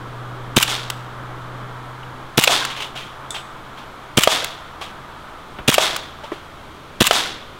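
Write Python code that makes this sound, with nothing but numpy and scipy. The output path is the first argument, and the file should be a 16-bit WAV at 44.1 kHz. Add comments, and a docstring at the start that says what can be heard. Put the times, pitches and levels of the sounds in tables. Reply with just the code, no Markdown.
"""A CO2 blowback pistol fires five BBs at empty drink cans on a plank at the edge of a wood.
Each shot: hammer, a crack with two gas puffs, the slide rattling back and slamming shut, a tree echo.
The first BB misses; four cans are hit, topple and drop into dry leaves. A stray BB pings on metal.
Behind it: far traffic and engines, air in the leaves, one bird chip, a soft bump of the hand."""
import sys
import numpy as np
from scipy import signal
from scipy.fft import rfft, irfft
from scipy.io import wavfile

SR = 44100
rng = np.random.default_rng(int(sys.argv[2]) if len(sys.argv) > 2 else 0)


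def waveform_to_disk(signal):
    """Save audio, clipped to [-1, 1], as 16-bit WAV at the path in sys.argv[1]."""
    frames = np.transpose(np.atleast_2d(signal))
    scaled = np.clip(frames, -1, 1) * 32767
    samples = np.round(scaled).astype(np.int16)
    wavfile.write(sys.argv[1], SR, samples)


N = 334719
TIME = np.arange(N) / SR

# Table levels are relative within their layer.
# Each row: crack time in s, slide level in dB, echo level in dB, trigger release in s, its level in dB.
SHOTS = [(0.57, -8, -3, 0.9005, -9.5), (2.3810, -6.5, 1.5, 2.65, -10), (4.178, -8, -1, 4.4440, -9),
         (5.6846, -8.5, 0.5, 5.9625, -9), (7.0112, -7.5, -0.5, 7.13, -10.5)]
# BBs on cans. Each row: start in s, wall level in dB, wall pitch in Hz, crunch, echo and topple in dB.
HITS = [(2.4770, -4, 696, -3.5, 1.5, -34), (4.2743, 7, 628, -5, 0, -20), (5.7818, 6, 621, -3.5, -1.5, -23),
        (7.11, 2, 690, -3.5, 1, -39)]
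# Drops into leaves. Each row: start in s, rustle in dB, its decay in s, knock in dB, its pitch in Hz.
LANDINGS = [(2.952, -27, 0.071, -30, 700), (3.342, -23, 0.03, -42, 1000), (3.771, -35.5, .04, -43, 700),
            (4.810, -26, 0.042, -22, 760), (6.235, -35.5, 0.034, -25, 594), (6.318, -36, 0.052, -14, 389)]
# Steel contacts. Each row, as in every spectrum here: frequency in Hz, level in dB.
STEEL_SPECTRUM = [(200, -28), (600, -12), (1100, 1), (2000, -0.5), (3400, 2), (5000, -6), (8000, -6),
                  (11000, -11), (15500, -12.5)]
# Echo off the trees.
ECHO_SPECTRUM = [(100, -23), (300, -8), (600, -2), (1100, -1), (1900, -3.5), (2500, -3.5), (3000, -2.5),
                 (3500, 4), (4100, -3.5), (5500, -7.5), (8000, -11.5), (11000, -18), (15500, -27.5)]


def from_db(db):
    """Decibels to gain."""
    return 10 ** (np.asarray(db) / 20)


def in_time(rows):
    """Curve columns at every sample; the first column is time in s."""
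    s, *columns = np.transpose(rows)
    return [np.interp(TIME, s, c) for c in columns]


def at_hz(points, hz):
    """Interpolate on a log-frequency axis."""
    f, value = np.transpose(points)
    return np.interp(np.log(np.maximum(hz, 1)), np.log(f), value)


def colour(x, spectrum, size=8192):
    """Minimum-phase filter of this spectral shape; white noise keeps its power."""
    cepstrum = irfft(np.log(from_db(at_hz(spectrum, np.fft.rfftfreq(size, 1 / SR)))))
    cepstrum[1:size // 2] *= 2
    cepstrum[size // 2 + 1:] = 0
    response = irfft(np.exp(rfft(cepstrum)))
    return signal.oaconvolve(x, response / np.linalg.norm(response))[:len(x)]


def bursts(rows, rise_s=0.00016):
    """Dense random micro-impacts. Each row: start in s, level in dB, decay in s."""
    power = np.zeros(N)
    for s, db, decay_s in rows:
        span = slice(int(s * SR) + 1, int((s + 10 * decay_s) * SR))
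        t = TIME[span] - s
        power[span] += (from_db(db) * np.exp(-t / decay_s) * (1 - np.exp(-t / rise_s))) ** 2
    return np.sqrt(power) * rng.choice([-1, 1], N)


def bounces(s, db, decay_s, gap_s, count, step_db=0, gap_ratio=1):
    """Burst rows for a run of contacts; each adds step_db and scales the gap by gap_ratio."""
    return [(s + gap_s * sum(gap_ratio ** j for j in range(k)), db + k * step_db, decay_s)
            for k in range(count)]


def each_shot(rows):
    """Repeat rows timed from the crack for every shot."""
    return [(shot[0] + delay_s, *rest) for shot in SHOTS for delay_s, *rest in rows]


def resonate(x, modes, size=4096):
    """Parallel resonances, unit power gain. Each mode: frequency in Hz, width in Hz, level in dB."""
    t = TIME[:size]
    response = sum(from_db(db) * width_hz * np.exp(-np.pi * width_hz * t) * np.cos(2 * np.pi * hz * t)
                   for hz, width_hz, db in modes)
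    return signal.oaconvolve(x, response / np.linalg.norm(response))[:N]


def struck(s, modes, size=16384):
    """Damped sines from time s. Each mode: frequency in Hz, level in dB, T60 in s."""
    t, start = TIME[:size], round(s * SR)
    ring = sum(from_db(db - 60 * t / t60_s) * np.sin(2 * np.pi * hz * t) for hz, db, t60_s in modes)
    out = np.zeros(N + size)
    out[start:start + size] = -ring
    return out[:N]


def drift(rate_hz):
    """Straight lines between unit-variance random points."""
    count = int(rate_hz * N / SR) + 2
    return np.interp(TIME * rate_hz, np.arange(count), rng.standard_normal(count))


def woods(x, onset_s, early_db, lumpy_db, size=44100):
    """Leaf and trunk scatter: offset by early_db until the trees answer at onset_s, then decaying."""
    # Each row: frequency in Hz, T60 in s.
    ring_times = [(200, 0.88), (1000, 0.62), (2200, 0.64), (3400, 0.64), (5000, 0.55), (8000, 0.43),
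                  (15000, 0.39)]
    t, hz = TIME[:size], np.fft.rfftfreq(size, 1 / SR)
    trunks = np.repeat(from_db(lumpy_db * rng.standard_normal(size)), 40)[:size]
    scatter = rfft(rng.standard_normal(size) * trunks)
    response = np.zeros(size)
    for k, (_, t60_s) in enumerate(ring_times):
        band = at_hz([(f, j == k) for j, (f, _) in enumerate(ring_times)], hz)
        response += irfft(scatter * band, size) * from_db(-60 * np.maximum(t - onset_s, 0) / t60_s)
    response *= from_db(early_db * np.clip(4 * (1 - t / onset_s), 0, 1))
    return signal.oaconvolve(x, response / np.linalg.norm(response))[:N]


def traffic():
    """Far road rumble and tyre hiss."""
    # Each row: time in s, rumble in dB, tyre hiss in dB.
    levels = [(0, -38.5, -37), (1.5, -40, -36), (2.3, -42, -38), (5.3, -43, -38.5), (6.2, -42.5, -39.5),
              (6.8, -42, -42), (7.59, -42, -41.5)]
    rumble_spectrum = [(20, 6), (40, 0), (70, -3), (135, -1), (200, -2.5), (350, -1.5), (600, -5.5),
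                       (800, -23), (1300, -62.5)]
    tyre_spectrum = [(290, -34.5), (500, -17.5), (641, -4.5), (785, -5), (954, -2), (1260, -0.5),
                     (1430, -3.5), (1880, -12), (2500, -24), (3250, -59), (5500, -120)]
    rumble_db, tyre_db = in_time(levels)
    rumble = from_db(rumble_db + drift(6.7)) * colour(rng.standard_normal(N), rumble_spectrum)
    tyres = from_db(tyre_db + 0.67 * drift(9.6)) * colour(rng.standard_normal(N), tyre_spectrum)
    return rumble + tyres


def air():
    """Steady hiss of air in the leaves."""
    hiss_spectrum = [(1290, -22), (2200, 0), (2490, -3), (2750, -3.5), (3280, 0), (4920, -12.5),
                     (13900, -23.5), (15200, -25), (16000, -29)]
    return from_db(-48) * colour(rng.standard_normal(N), hiss_spectrum)


def engines():
    """Two far firing tones waver through the air: one speeds up and fades, a deeper one draws near."""
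    # Each row: time in s, pitch in Hz, RMS level in dB.
    receding = [(0, 122, -35), (1.8, 124.3, -36), (2.3, 127.5, -44), (2.9, 130.3, -44.5),
                (3.6, 130.2, -51.5), (7.59, 136.9, -56)]
    nearing = [(0, 76, -72), (5.7, 76, -52), (6.6, 80, -52.5)]
    out = np.zeros(N)
    for curve, waver_db in [(receding, 1.3), (nearing, 2.0)]:
        hz, db = in_time(curve)
        out += np.sqrt(2) * from_db(db + waver_db * drift(9)) * np.sin(2 * np.pi * np.cumsum(hz) / SR)
    return out


def action():
    """The hammer falls; gas drives the slide back to its stop; the spring scrapes it forward."""
    clatter_spectrum = [(200, -15.5), (600, -16), (1100, -3), (2000, -3), (2900, 2), (3600, 1), (4400, -9),
                        (7500, -7.5), (11000, -13), (15500, -16)]
    hammer = bounces(s=-0.0078, db=-16.5, decay_s=0.0019, gap_s=0.00173, count=3, step_db=6)
    blowback = bounces(s=0.00597, db=-6.5, decay_s=0.002, gap_s=0.00486, count=3)
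    rear_stop = [(0.0303, -12, 0.0024)]
    forward = bounces(s=0.0415, db=-15, decay_s=0.004, gap_s=0.00497, count=3)
    return colour(bursts(each_shot(hammer + blowback + rear_stop + forward)), clatter_spectrum)


def muzzle_crack():
    """Two sharp noise bursts at the muzzle per shot."""
    # Each row: offset from the crack time in s, level in dB, decay in s.
    cracks = [(-0.0023, 0.5, 0.00083), (-0.0001, 3, 0.0012)]
    blast_spectrum = [(150, 1), (400, -0.5), (1000, 1.5), (2000, -6), (3200, 3.5), (4500, -7), (7500, -9.5),
                      (11000, -19), (15500, -23)]
    return colour(bursts(each_shot(cracks)), blast_spectrum)


def gas_puffs(damping=0.39):
    """Gas from muzzle and breech pushes the air once; the pressure swings under and back."""
    # Each row: offset from the crack time in s, push in dB, width in s, natural frequency in Hz.
    puffs = [(-0.0024, -4, 0.00055, 134), (0.0063, 1, 0.00031, 170)]
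    out = np.zeros(N)
    for s, db, width_s, hz in each_shot(puffs):
        span = slice(int((s - 0.01) * SR), int((s + 0.05) * SR))
        push = from_db(db) * np.exp(-0.5 * ((TIME[span] - s) / width_s) ** 2)
        w = 2 * np.pi * hz
        highpass = signal.bilinear([1, 0, 0], [1, 2 * damping * w, w * w], SR)
        out[span] += signal.lfilter(*highpass, push)
    return out


def recoil(delay_s=0.0375, db=-10.5, decay_s=0.0018, hz=1080, width_hz=240):
    """The frame knocks dully in the hand."""
    knocks = bursts(each_shot([(delay_s, db, decay_s)]), rise_s=0.00066)
    return resonate(knocks, [(hz, width_hz, 0)])


def slide_slam(delay_s=0.0564):
    """The steel slide slams shut, rebounds once and rings."""
    # Each row: frequency in Hz, width in Hz, level in dB.
    slide_modes = [(1440, 210, -11.5), (2850, 180, 14), (3500, 300, -10), (4600, 180, -4), (5350, 150, -20),
                   (7160, 490, -1), (9200, 250, -19), (12400, 400, -19), (14200, 500, -12)]
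    contacts = []
    for s, db, *_ in SHOTS:
        contacts += bounces(s + delay_s, db, decay_s=0.0034, gap_s=0.0059, count=2, step_db=-7)
    slam = bursts(contacts, rise_s=0.00058)
    return from_db(3) * resonate(slam, slide_modes) + from_db(1) * colour(slam, STEEL_SPECTRUM)


def report_echo():
    """The muzzle points at the wood, so its report returns far stronger than the clatter."""
    reports = np.zeros(N)
    for s, _, db, *_ in SHOTS:
        reports[round(s * SR)] = from_db(db + 16.5)
    return woods(colour(reports, ECHO_SPECTRUM), onset_s=0.13, early_db=-12.5, lumpy_db=3.5)


def bb_impacts(lowest_hz=430, tear_decay_s=0.0029):
    """BBs miss, graze, or boom and tear a thin can wall; the bushes behind scatter each hit."""
    # Misses and grazes. Each row: start in s, level in dB, decay in s.
    glances = [(0.6785, -16, .005), (2.4742, -4.5, 0.0033)]
    # Each row: multiple of the wall pitch, level in dB, T60 in s.
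    wall_modes = [(.74, -24.5, 0.029), (.95, -5.5, 0.019), (1.1, -3.5, 0.014), (1.02, -25.5, 0.2),
                  (1.5, -26.5, .1), (1.9, -5, 0.015), (3.9, -18, 0.016), (5.2, -13, 0.023)]
    crunch_spectrum = [(200, -7), (500, 2.5), (1200, -5), (2000, 2), (3000, 5.5), (4500, -6), (8000, -11),
                       (15500, -27)]
    walls, pops, tears = np.zeros(N), np.zeros(N), []
    for s, wall_db, hz, crunch_db, echo_db, _ in HITS:
        walls += struck(s, [(hz * ratio, wall_db + db, t60_s) for ratio, db, t60_s in wall_modes])
        tears.append((s, crunch_db, tear_decay_s))
        pops[round(s * SR)] = from_db(echo_db + 14)
    highpass = signal.butter(2, lowest_hz, "high", fs=SR, output="sos")  # cans radiate little bass
    walls = signal.sosfilt(highpass, walls)
    crunch = signal.sosfilt(highpass, colour(bursts(tears + glances), crunch_spectrum))
    to_bushes = colour(pops, ECHO_SPECTRUM) + from_db(-14.5) * walls
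    return walls + crunch + woods(to_bushes, onset_s=0.047, early_db=-8.5, lumpy_db=2.5)


def trigger(tick_lead_s=0.018, tick_decay_s=0.001):
    """On release the spring ticks faintly, then the trigger snaps back with one rebound."""
    contacts = []
    for *_, s, db in SHOTS:
        contacts.append((s - tick_lead_s, db - 24, tick_decay_s))
        contacts += bounces(s, db, decay_s=0.0018, gap_s=0.0025, count=2, step_db=-3.5)
    return colour(bursts(contacts, rise_s=0.00051), STEEL_SPECTRUM)


def bird():
    """One short, dry chip."""
    # Each row: start in s, level in dB, decay in s.
    chips = [(2.0315, -27, 0.0028)]
    chip_spectrum = [(2000, -35), (2950, 0), (3300, -8), (4200, -45)]
    return colour(bursts(chips, rise_s=0.0012), chip_spectrum)


def can_knocks(topple_delay_s=0.15, topple_ratio=1.07, topple_decay_s=0.0084, thud_decay_s=0.0063):
    """Hollow cans topple on the plank and thud on landing; the first can's wall rings on after the hit, then it
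    spins off ringing."""
    # The first can: its wall rings on after the hit, then it spins off the plank ringing. Each row: start in s,
    # level in dB, pitch in Hz, decay in s.
    first_can_rings = [(2.493, -17, 676, 0.022), (2.610, -25.5, 1062, 0.092)]
    # Each row: multiple of the knock pitch, width in Hz, level in dB.
    knock_modes = [(1, 45, 1.5), (1.5, 22, 3), (2.6, 200, -11), (4.5, 400, -27)]
    knock_spectrum = [(100, -10), (300, 7.5), (2200, -6), (4000, -14), (12000, -21)]
    topples = [(s + topple_delay_s, db, hz * topple_ratio, topple_decay_s) for s, _, hz, *_, db in HITS]
    thuds = [(s, db, hz, thud_decay_s) for s, _, _, db, hz in LANDINGS]
    knocks = np.zeros(N)
    for s, db, hz, decay_s in topples + thuds + first_can_rings:
        modes = [(hz * ratio, width_hz, mode_db) for ratio, width_hz, mode_db in knock_modes]
        knocks += resonate(bursts([(s, db, decay_s)]), modes)
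    return from_db(-9) * colour(knocks, knock_spectrum)


def leaves(crackle_db=1.5, rise_share=0.12):
    """Dry leaves crackle under the first can's skips and under every landing."""
    rustle_spectrum = [(150, -21), (500, -3.5), (900, 2.5), (1800, -3), (3200, 5.5), (4500, -7.5),
                       (8000, -16), (15000, -27.5)]
    hops = bounces(s=2.7, db=-27, decay_s=0.035, gap_s=0.063, count=4, step_db=0.7, gap_ratio=0.58)
    skips = bursts(hops, rise_s=0.0011)
    drops = sum(bursts([(s, db, decay_s)], rise_s=rise_share * decay_s)
                for s, db, decay_s, *_ in LANDINGS)
    return colour((skips + drops) * from_db(crackle_db * drift(400)), rustle_spectrum)


def stray_ping(start_s=3.3064, tick_db=-20, tick_decay_s=0.0023):
    """A stray BB on metal: bright tick and thin ring, scattered by the bushes."""
    # Each row: frequency in Hz, level in dB, T60 in s.
    metal_modes = [(3569, -23, 0.025), (8000, -36, .1), (7940, -17, 0.0081), (8400, -37, .12),
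                   (9850, -40, .15)]
    tick_spectrum = [(2000, -20), (3400, 0), (5000, -10), (7600, -3), (10500, -19), (15500, -30)]
    tick = colour(bursts([(start_s, tick_db, tick_decay_s)]), tick_spectrum)
    ping = tick + struck(start_s, metal_modes)
    return ping + from_db(-4) * woods(ping, onset_s=0.02, early_db=2, lumpy_db=-2)


def handling():
    """The hand bumps softly near the microphone."""
    # Each row: start in s, level in dB, decay in s.
    bumps = [(5.585, -23, 0.015)]
    bump_spectrum = [(20, -2), (40, 0), (100, -10), (300, -11), (1500, -16), (3000, -23), (6000, -50),
                     (15000, -53)]
    return colour(bursts(bumps, rise_s=0.0015), bump_spectrum)


def scene():
    """Mono mix: pistol close by, cans downrange, background beyond."""
    gun = muzzle_crack() + action() + recoil() + slide_slam() + trigger()
    near_scatter = from_db(-15.5) * woods(gun, onset_s=0.022, early_db=2, lumpy_db=7.5)
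    downrange = report_echo() + bb_impacts() + can_knocks() + leaves() + stray_ping()
    background = traffic() + air() + engines() + bird()
    return (gun + gas_puffs() + near_scatter + downrange + handling() + background)[None]


def record(dry, ceiling=0.98, cutoff_hz=15900):
    """Soft input overload on the loudest peaks, then a steep low-pass."""
    clipped = dry / (1 + (dry / ceiling) ** 6) ** (1 / 6)
    return signal.sosfilt(signal.ellip(10, 0.2, 70, cutoff_hz, fs=SR, output="sos"), clipped)


dry = scene()
out = record(dry)
waveform_to_disk(out)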